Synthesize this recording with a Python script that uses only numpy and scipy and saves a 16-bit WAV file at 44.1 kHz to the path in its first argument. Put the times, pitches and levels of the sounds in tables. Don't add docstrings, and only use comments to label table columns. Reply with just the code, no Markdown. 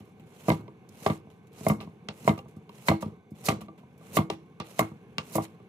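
import sys
import numpy as np
from scipy import signal
from scipy.fft import rfft, irfft, next_fast_len
from scipy.io import wavfile

SR = 44100
rng = np.random.default_rng(int(sys.argv[2]) if len(sys.argv) > 2 else 0)


def decibels_to_gain(level_db):
    exponent = np.asarray(level_db, float) / 20
    return 10 ** exponent


def persist_wave(psi):
    counts = np.round(np.clip(psi, -1, 1) * 32767).astype(np.int16)
    wavfile.write(sys.argv[1], SR, np.atleast_2d(counts).T)


N = 250488

# [f/Hz, level/dB, t60/s]
EDGE = [(1610, -11, .06), (1800, -15, .02), (2030, -16.5, 0.029), (2072, -8, .08), (2160, -1.5, 0.053),
        (2140, -10, 0.027), (2375, -13, 0.017), (2720, -11, 0.039), (2930, -8, 0.014), (3070, -10, .02),
        (3656, -14.5, 0.037), (3900, -10, .015), (4250, -11, 0.011), (4960, -14, 0.0042)]
# [t/s, level/dB]
BUSY = [
    (0, -1),
    (.8, -0.5),
    (1.5, -1),
    (2.5, 0),
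    (3.25, -5),
    (3.8, -1.5),
    (4.5, -1),
    (5.1, 1),
    (5.68, 0.5),
]


def rms_one(x):
    return x / np.sqrt(np.mean(x ** 2) + 1e-20)


def at_hz(points, hz):
    points = np.array(points)
    return np.interp(np.log(hz), np.log(points[:, 0]), points[:, 1])


def filtered(x, order, hz, kind):
    return signal.sosfilt(signal.butter(order, hz, kind, fs=SR, output="sos"), x)


def busy_db():
    return np.interp(np.arange(N) / SR, *np.transpose(BUSY))


def drift(rate):
    r = np.exp(-80 * np.pi * rate / SR)
    noise = rng.standard_normal(N // 40 + 2002)
    slow = signal.lfilter([1], [1, -2 * r, r * r], noise)[2000:]
    return np.interp(np.arange(N) / 40, np.arange(len(slow)), rms_one(slow))


def clicks(s, db):
    out = np.full(N, 1e-18)
    np.add.at(out, np.round(np.asarray(s) * SR).astype(int), decibels_to_gain(db))
    return out


def soften(x, hz):
    r = np.exp(-2 * np.pi * hz / SR)
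    return signal.lfilter([(1 - r) ** 2], [1, -2 * r, r * r], x)


def ring(force, hz, t60):
    r = decibels_to_gain(-60 / (t60 * SR))
    w = 2 * np.pi * hz / SR
    return signal.lfilter([0, np.sin(w)], [1, -2 * r * np.cos(w), r * r], force)


def banded(source, spectrum, patchy_db, patch_rate):
    # [f/Hz, likeness]
    likeness = [(60, 0.9), (300, 0.98), (1000, 0.73), (3000, 0.047), (10000, 0.026)]
    out, together = 0, drift(2.7)
    low, high = spectrum[0][0], spectrum[-1][0]
    edges = np.geomspace(low, high, int(3 * np.log2(high / low)) + 2)
    for k, (lo, hi) in enumerate(zip(edges, edges[1:])):
        mid, side = filtered(source[k % 2], 2, [lo, hi], "band")
        hz = np.sqrt(lo * hi)
        alike = np.clip(at_hz(likeness, hz), 0, 1)
        flicker_db = patchy_db * (0.19 * together + drift(patch_rate))
        gain = decibels_to_gain(at_hz(spectrum, hz) + flicker_db)
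        out = out + gain * (np.sqrt(1 + alike) * mid + np.sqrt(1 - alike) * side * [[1], [-1]])
    return rms_one(out)


def room_air():
    # [f/Hz, level/dB]
    air_colour = [(760, -31), (1300, -43), (1600, 14), (1870, -12), (2230, -1), (2740, 22.5), (2980, 1),
                  (3630, 5.5), (5330, -52.5), (5910, -6), (7500, -23), (11200, -11.5), (15500, -58.5)]
    air = banded(rng.standard_normal((2, 2, N)), air_colour, patchy_db=0.8, patch_rate=5.0)
    return decibels_to_gain(-72.5 + 2.5 * busy_db()) * air


def cupboards_and_pans():
    # [f/Hz, width/Hz, level/dB]
    hums = [(439, 45, -67), (764, 89, -69.5), (1052, 88, -73), (1527, 60, -78), (2210, 250, -74),
            (2810, 180, -91.5), (3440, 168, -86.5), (5930, 350, -91.5)]
    mid, side = rng.standard_normal((2, N))
    noise = mid + 0.35 * side * np.array([[1], [-1]])
    return sum(decibels_to_gain(db) * rms_one(ring(noise, hz, 3.4 / width_hz)) for hz, width_hz, db in hums)


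def kitchen_echo(x):
    # [f/Hz, t60/s]
    room_fade = [(100, 0.064), (500, 0.13), (2000, 0.27), (8000, 0.26), (16000, 0.12)]
    size = next_fast_len(N + SR)
    hz = np.maximum(np.arange(size // 2 + 1) * SR / size, 1)
    t60 = at_hz(room_fade, hz)
    out = np.zeros((2, size // 2 + 1), complex)
    for k, lag_s in enumerate(rng.uniform(0.006, 0.035, size=16)):
        loop = decibels_to_gain(-60 * lag_s / t60) * np.exp(-2j * np.pi * hz * lag_s)
        out[k % 2] += (-1) ** (k // 2) * loop / (1 - loop)
    out = out + out[::-1] * 0.22 / (1 + (hz / 750) ** 2)
    return irfft(out * rfft(x, size), size)[:, :N]


def hands_rumble():
    # [t/s, level/dB]
    shudders = [
        (.6, -41.5),
        (1.15, -45.5),
        (1.72, -35),
        (2.29, -45),
        (3.07, -40),
        (3.531, -35.5),
        (4.21, -37),
        (4.79, -59),
    ]
    # [f/Hz, level/dB]
    rumble_colour = [(24, -47), (40, -33), (95, -4), (192, 0.5), (284, -11), (303, -13.5), (441, -6.5),
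                     (477, -32), (776, -16.5), (839, -23), (966, -14), (1390, -44), (1700, -93),
                     (2210, -56.5), (3740, -120)]
    rise_db_s, fall_db_s = 150, 127.5
    t = np.arange(N) / SR
    peaks = [db - np.maximum(rise_db_s * (s - t), fall_db_s * (t - s)) for s, db in shudders]
    gain = np.hypot(decibels_to_gain(-52 + busy_db()), decibels_to_gain(np.max(peaks, axis=0)))
    return gain * banded(rng.standard_normal((2, 2, N)), rumble_colour, patchy_db=2.0, patch_rate=50.0)


def stroke_levels():
    # [bite t/s, landing t/s, hiss at bite level/dB, hiss near board level/dB, last rush level/dB]
    strokes = [(0.224, 0.485, -91, -55, 10), (0.899, 1.059, -83, -50.5, 5), (1.52, 1.671, -80, -46.5, 1),
               (2.124, 2.272, -71, -54.5, 9.5), (2.696, 2.883, -85, -53, 18),
               (3.348, 3.464, -72, -57, 25.5), (3.977, 4.16, -86.5, -54, 20),
               (4.642, 4.805, -68, -54, 11.5), (5.213, 5.356, -81, -47, 9.5), (1.087, 1.17, -49, -58.5, -6),
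               (3.007, 3.017, -59, -51, 3), (5.417, 5.442, -57, -47.5, -0.5)]
    # [t/s, hiss level/dB, rasp level/dB, t60/s]
    rubs = [(.0, -66, -58.5, 0.28), (0.047, -68.5, -64, 0.59), (.198, -70, -62.5, 0.17),
            (0.491, -38.5, -33.5, 0.26), (0.89, -47, -64, 0.03), (1.065, -43, -35, 0.22),
            (1.1, -47, -37.5, 0.21), (1.301, -67.5, -60.5, 0.4), (1.469, -60, -62, 0.083),
            (1.682, -39.5, -38.5, 0.25), (1.698, -40, -50, 0.13), (1.806, -55, -45.5, 0.29),
            (2.085, -67, -32.5, 0.1), (2.276, -35, -28.5, 0.19), (2.376, -55, -49, 0.18),
            (2.481, -65, -61.5, 0.3), (2.885, -36.5, -28, 0.2), (3.023, -58.5, -51.5, 0.41),
            (3.485, -32, -23.5, 0.16), (3.607, -52, -45, 0.16), (3.777, -66, -56, 0.23),
            (4.168, -35, -24, 0.15), (4.302, -49.5, -36.5, 0.19), (4.601, -67, -39, 0.22),
            (4.791, -24.5, -24, 0.065), (4.814, -51, -44, 0.37), (5.182, -53, -27, 0.097),
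            (5.358, -46, -39, 0.34), (5.451, -64, -37, 0.046)]
    rush_s = 0.031
    linger_s, fade_db_s = 0.004, 901.5
    swell_bend, fall_bend = 0.44, 0.81
    t = np.arange(N) / SR
    rest_db = np.array([[-82], [-77]])
    power = decibels_to_gain(rest_db + busy_db()) ** 2
    for bite, land, bite_db, deep_db, rush_db in strokes:
        on = (t >= bite) & (t < land + 0.06)
        depth = np.minimum((t[on] - bite) / (land - bite), 1)
        rush = np.clip(1 - (land - t[on]) / rush_s, 0, 1)
        fade_db = fade_db_s * np.maximum(t[on] - land - linger_s, 0)
        hiss_db = bite_db + (deep_db - bite_db) * depth ** swell_bend + rush_db * rush - fade_db
        rasp_db = -50 + 0.64 * (hiss_db + 47)
        power[:, on] += decibels_to_gain(np.array([hiss_db, rasp_db])) ** 2
    for s, hiss_db, rasp_db, t60 in rubs:
        i = round(max(s, 0) * SR)
        since = t[:N - i][:SR // 2]
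        rise = np.minimum(since / 0.0015, 1)
        fall = rise * decibels_to_gain(-60 * (since / max(t60, 0.01)) ** fall_bend)
        power[:, i:i + len(since)] += (fall * decibels_to_gain(np.array([[hiss_db], [rasp_db]]))) ** 2
    return np.sqrt(power)


def slicing():
    # [f/Hz, level/dB]
    hiss_colour = [(2350, -82.5), (4000, -4), (4990, -6.5), (6550, -5.5), (11800, -8), (14900, -17),
                   (16000, -16)]
    rasp_colour = [(760, -10.5), (1300, 16), (1400, -8.5), (1550, 1), (1650, -5.5), (2130, 15), (5000, 7),
                   (6500, -86.5), (11000, -120)]
    grind_colour = [(260, -43.5), (450, 8.5), (562, 2.5), (1150, -1.5), (1360, -24), (1500, -6),
                    (1950, -77.5), (3300, -120)]
    hiss_gain, rasp_gain = stroke_levels()
    torn = rng.random(N) < 1200 * decibels_to_gain(3.0 * drift(25.0)) / SR
    grains = torn * decibels_to_gain(2.8 * np.minimum(rng.exponential(1, N), 4))
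    sizes = 1 + 0.7 * signal.lfilter([1], [1, -0.95], grains)
    friction = rng.standard_normal((2, 2, N)) * sizes
    hiss = banded(friction, hiss_colour, patchy_db=1.2, patch_rate=30.0)
    rasp = banded(friction, rasp_colour, patchy_db=1.2, patch_rate=30.0)
    grind = banded(friction, grind_colour, patchy_db=1.2, patch_rate=30.0)
    singing = rms_one(sum(decibels_to_gain(db) * ring(friction[0, 0], hz, t60) for hz, db, t60 in EDGE))
    grind_gain = decibels_to_gain(0.5) * np.minimum(rasp_gain, decibels_to_gain(-44.5))
    blade = rasp_gain * (rasp + decibels_to_gain(-24.5) * singing) / 1.37
    return hiss_gain * hiss + blade + grind_gain * grind


def cracks():
    # [t/s, peak level/dB, t60/s, brightness/dB (top up, body down)]
    splits = [(0.1964, -60.5, 0.039, 24), (0.493, -11, 0.013, 8), (0.517, -39, 0.087, -19),
              (0.888, -43, .04, 5), (1.064, -22.5, 0.027, -15), (1.072, -29, .012, 12),
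              (1.176, -39, 0.016, 10), (1.53, -47, 0.037, 12.5),  (1.684, -12.5, 0.032, 15.5),
              (1.8078, -51, 0.032, -6), (2.088, -38.5, 0.0084, -25.5), (2.276, -33, 0.017, 1),
              (2.378, -44, .035, 6), (2.5631, -48.5, 0.083, 7), (2.692, -46, 0.044, 9),
              (2.751, -40.5, 0.074, 4), (2.8744, -27, 0.024, 13), (2.8882, -15.5, 0.01, -22),
              (3.0096, -54.5, .02, 7), (3.0235, -33.5, 0.019, -15), (3.0584, -53.5, 0.022, -21),
              (3.306, -49, 0.092, 10), (3.456, -17.5, 0.018, 19), (3.47, -19, 0.093, 4),
              (3.487, -15, 0.035, -13.5), (3.611, -35.5, 0.039, 11), (3.978, -47.5, 0.053, 13),
              (4.13, -34.5, 0.098, 12), (4.146, -33, 0.03, 0), (4.163, -32.5, 0.022, -5),
              (4.166, -13, 0.034, 16.5), (4.301, -34.5, 0.011, -31), (4.6, -36, 0.014, -24.5),
              (4.786, -26, .03, -8), (4.791, -11, 0.021, 14), (5.185, -33.5, 0.03, -13),
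              (5.322, -34, 0.098, 15), (5.3357, -27, .04, 11), (5.355, -17.5, 0.037, 16),
              (5.364, -22.5, 0.053, 17.5)]
    shapes = np.zeros((3, N))
    for s, db, t60, bright_db in splits:
        i = round(s * SR)
        t = np.arange(min(N - i, SR // 5)) / SR
        rise = 1 - np.exp(-t / 0.00063)
        fall = rise * decibels_to_gain(db - 20 - 60 * t / max(t60, 0.004))
        shapes[:, i:i + len(fall)] += fall * decibels_to_gain(np.array([[-bright_db], [0], [bright_db - 9]]))
    out = 0
    for shape, band_hz in zip(shapes, [(900, 4500), (4500, 9500), (9500, 14500)]):
        noise = rng.standard_normal(N) + 1.1 * rng.standard_normal((2, N))
        out = out + shape * rms_one(filtered(noise, 2, band_hz, "band"))
    return out


def ticks():
    # [t/s, peak level/dB]
    strikes = [(.519, -27), (1.0628, -30), (1.6665, -30), (2.0872, -20), (2.8868, -13), (3.4882, -14),
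               (4.171, -22), (4.3017, -18), (4.601, -22), (4.7935, -20), (5.1829, -11)]
    s, db = np.transpose(strikes)
    pulse = filtered(clicks(s, db + 3), 2, (1500, 8300), "band")
    return filtered(pulse, 4, 9700, "low")


def struck(modes, s, db, scatter_db, turn=-1, tilt_db=0, hollow_db=0):
    out = 0
    chance = np.clip(rng.standard_normal((len(s), len(modes))), -1.5, 1.5)
    for k, (hz, mode_db, t60) in enumerate(modes):
        facing_db = np.array([[-1], [1]]) * 1.2 * np.cos(2.4 * k) * hz / (hz + 300)
        spot_db = tilt_db * np.log2(hz / 650)
        middle_db = hollow_db * np.exp(-(np.log2(hz / 620) / 0.48) ** 2)
        blow_db = db + mode_db + spot_db + middle_db + scatter_db * chance[:, k]
        rung = ring(clicks(s, blow_db), hz, t60)
        lag = round(5 * np.sin(1.9 * k))
        out = out - turn ** k * decibels_to_gain(facing_db) * np.array([np.roll(rung, lag), rung])
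    return out


def uneven(hz, shared, own):
    common, left, right = rms_one(soften(rng.standard_normal((3, N)), hz))
    return 1 + shared * common + own * np.array([left, right])


def knocks(blows, bright_modes, scatter_db, hard_hz, thump_delay_s, dent_db):
    # [f/Hz, level/dB, t60/s]
    board_modes = [(325, -8, 0.26), (406, -4.5, 0.087), (457, -2.5, 0.017), (519, -6, 0.071),
                   (652.5, -6, 0.081), (793, -7, 0.1), (720, -30.5, 0.012), (862, -18.5, 0.096),
                   (954.7, -6.5, 0.087), (1091, -8.5, 0.058), (1172, -1.5, 0.056), (1426, -26.5, 0.12),
                   (976.5, -14.5, .1), (1330, -26.5, 0.034)]
    counter_modes = [(98.5, -9, 0.11), (111, -10, 0.14), (161, -1, 0.12), (215, 8, 0.022), (209.6, 2, 0.11),
                     (265, -4, 0.09), (302, -5, .06)]
    dent_modes = [(638, -0.5, 0.013), (1230, -3, 0.0085), (2113, -14.5, 0.031)]
    # [t/s, tilt/dB per octave]
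    spot = [(.5, -1.5), (1.07, 1.5), (1.67, 1), (2.09, 3.5), (2.28, 0.5), (2.7, 1.5), (2.89, 2), (3.03, -3),
            (3.49, 1.5), (3.62, 1.5), (4.17, 2), (4.3, 0.5), (4.6, 4), (4.8, 4), (5.18, 1), (5.36, 0.5)]
    # [t/s, level/dB near 600 Hz]
    hollow = [(.5, -2), (1.07, -1), (1.1, 2.5), (1.67, 1.5), (1.7, 0), (2.28, 0.5), (2.89, -2), (3.03, 2.5),
              (3.49, -4.5), (4.17, -3), (4.3, -0.5), (4.8, -2.5), (5.2, -7.5), (5.36, -0.5)]
    s, db, thump_db, edge_db = np.transpose(blows)
    place = dict(tilt_db=np.interp(s, *np.transpose(spot)), hollow_db=np.interp(s, *np.transpose(hollow)))
    board = soften(struck(board_modes, s, db - 6, scatter_db, **place), hard_hz)
    dent = soften(struck(dent_modes, s, db + dent_db, scatter_db / 2, **place), hard_hz)
    counter = struck(counter_modes, s + thump_delay_s, db + thump_db, scatter_db / 2, turn=0.91)
    counter = filtered(soften(counter, 390), 3, 94.4, "high")
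    clinging = np.clip(uneven(150, 0.3, 0.4), -1, 2)
    edge = clinging * struck(bright_modes, s, db + edge_db - 4, scatter_db / 2)
    rocking = np.clip(uneven(70, 0.15, 0.12), 0.5, 1.4)
    return dent + rocking * board - counter + edge


def cube_taps():
    # [t/s, knock level/dB, counter thump level/dB relative, cube level/dB relative]
    taps = [(0.004, -52.5, 10.5, -15), (0.197, -58.5, 9, -1), (0.592, -57, 17, -24), (.646, -63, -4, -25),
            (0.68, -38.5, -16, -16), (0.893, -61, 13.5, -9), (1.02, -56, 11, -20), (1.27, -53, 8, -22),
            (1.574, -59, 10, -11), (1.608, -46, 8, -22), (1.791, -46, 6.5, -25), (1.804, -39.5, -11, -1.5),
            (1.81, -38.5, -16, -13), (1.818, -55.5, 0, 13), (1.829, -43, 1, -9), (1.838, -59, -14, -9),
            (1.873, -46.5, 10, -29), (2.087, -35, -1, 7), (2.25, -46.5, 12.5, -26.5), (2.377, -38, 1, -14),
            (2.389, -36, -10, -3.5), (2.458, -49.5, 3, -21), (2.566, -54, 15, -20), (2.693, -43.5, -4, -2),
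            (3.0265, -29, -3, -11), (3.0595, -49, 20, -17), (3.316, -59.5, 24.5, -22),
            (3.413, -69, -8.5, -23), (3.454, -49, -7, -15), (3.615, -39, -0.5, -1.5), (3.684, -39, -8, -18),
            (3.834, -49.5, -5, -36), (3.995, -62.5, 14, -13), (4.012, -48.5, 0, -21), (4.093, -56, -4, -20),
            (4.114, -64, 8, -20), (4.135, -57, 8, -25), (4.3, -23.5, -21, -6), (4.319, -44, 8.5, -21),
            (4.6008, -34, -2, 3), (4.915, -49, 8, -30), (5.1828, -29, -3.5, 8), (5.318, -43, -4, -25),
            (5.6, -51, -15, -25)]
    # [f/Hz, level/dB, t60/s]
    cube_modes = [(1340, 0, 0.0074), (1670, -10.5, 0.022), (2040, -14, 0.027), (2420, -10.5, 0.021),
                  (2760, 0, 0.043), (3180, -9.5, 0.019), (3660, -9.5, 0.022), (4120, -4.5, 0.017),
                  (5000, -11, 0.0081), (5450, -10, .02), (6580, -19, 0.017)]
    return knocks(taps, cube_modes, scatter_db=6.5, hard_hz=2480, thump_delay_s=0.0017, dent_db=-1)


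def blade_landings():
    # [t/s, knock level/dB, counter thump level/dB relative, edge level/dB relative]
    chops = [(0.484, -11.5, -7, -15), (0.5013, -16.5, 0, -4), (0.5165, -17.5, -5.5, -22),
             (.533, -29, 3.5, -30), (1.062, -14.5, -9, -8.5), (1.079, -32, -33, -27),
             (1.0995, -23, 2.5, -4), (1.117, -34, -17, -30), (1.666, -13.5, -7, -17),
             (1.695, -35, -28, 1.5), (1.6993, -18.5, 0.5, -6.5), (1.714, -27, -2, -17),
             (1.7195, -28, -16, -12.5), (2.277, -8.5, -11, -21), (2.292, -21, 6, 0), (2.309, -28, 1, -17),
             (2.33, -38.5, 2, -18), (2.884, -10.5, -13, -1.5), (2.896, -15.5, 0.5, -25),
             (2.914, -16.5, -12, -11), (2.935, -28, 1, -25), (3.4852, -12, -9, -16), (3.502, -19, -9, -9),
             (3.52, -27, -1, -26), (4.1695, -9.5, -13, -9), (4.187, -18, 0.5, -20),
             (4.203, -25.5, -11, -21), (4.219, -39, 1.5, -27), (4.793, -12, -11.5, -9.5),
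             (4.809, -19.5, -3.5, -30), (4.826, -29, 2.5, -20.5), (5.354, -17, -7.5, -20.5),
             (5.382, -20, -5.5, -32), (5.399, -32.5, 3, -27)]
    return knocks(chops, EDGE, scatter_db=5.5, hard_hz=2200, thump_delay_s=0.0026, dent_db=3)


def scene():
    background = room_air() + cupboards_and_pans() + hands_rumble()
    splits = cracks() + ticks()
    wood = cube_taps() + blade_landings()
    wood_mono = wood.mean(axis=0)
    wood_to_room = soften(wood_mono, 1500) - 0.6 * soften(wood_mono, 280)
    echo = kitchen_echo(decibels_to_gain(-14) * wood_to_room + decibels_to_gain(-19) * splits.mean(axis=0))
    return background + slicing() + splits + wood + echo


def roll_off(x):
    return signal.sosfilt(signal.butter(12, 16820, fs=SR, output="sos"), x)


def record(dry):
    # [f/Hz, level/dB]
    left_tilt = [(60, 0), (300, 0), (1000, -.3), (2100, -4.5), (3500, -3), (12000, -4.5)]
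    size = next_fast_len(N + 512)
    hz = np.maximum(np.arange(size // 2 + 1) * SR / size, 1)
    tilt = decibels_to_gain(at_hz(left_tilt, hz) / 2)
    lag_s = 7 / SR / (1 + (hz / 2900) ** 6)
    left = irfft(rfft(dry[0], size) * tilt * np.exp(-2j * np.pi * hz * lag_s), size)[:N]
    right = irfft(rfft(dry[1], size) / tilt, size)[:N]
    ports = filtered([left, right], 5, 76, "high")
    ports = signal.sosfilt(signal.cheby1(8, 1, 15400, fs=SR, output="sos"), ports)
    return roll_off(ports)


dry = scene()
out = record(dry)
persist_wave(out)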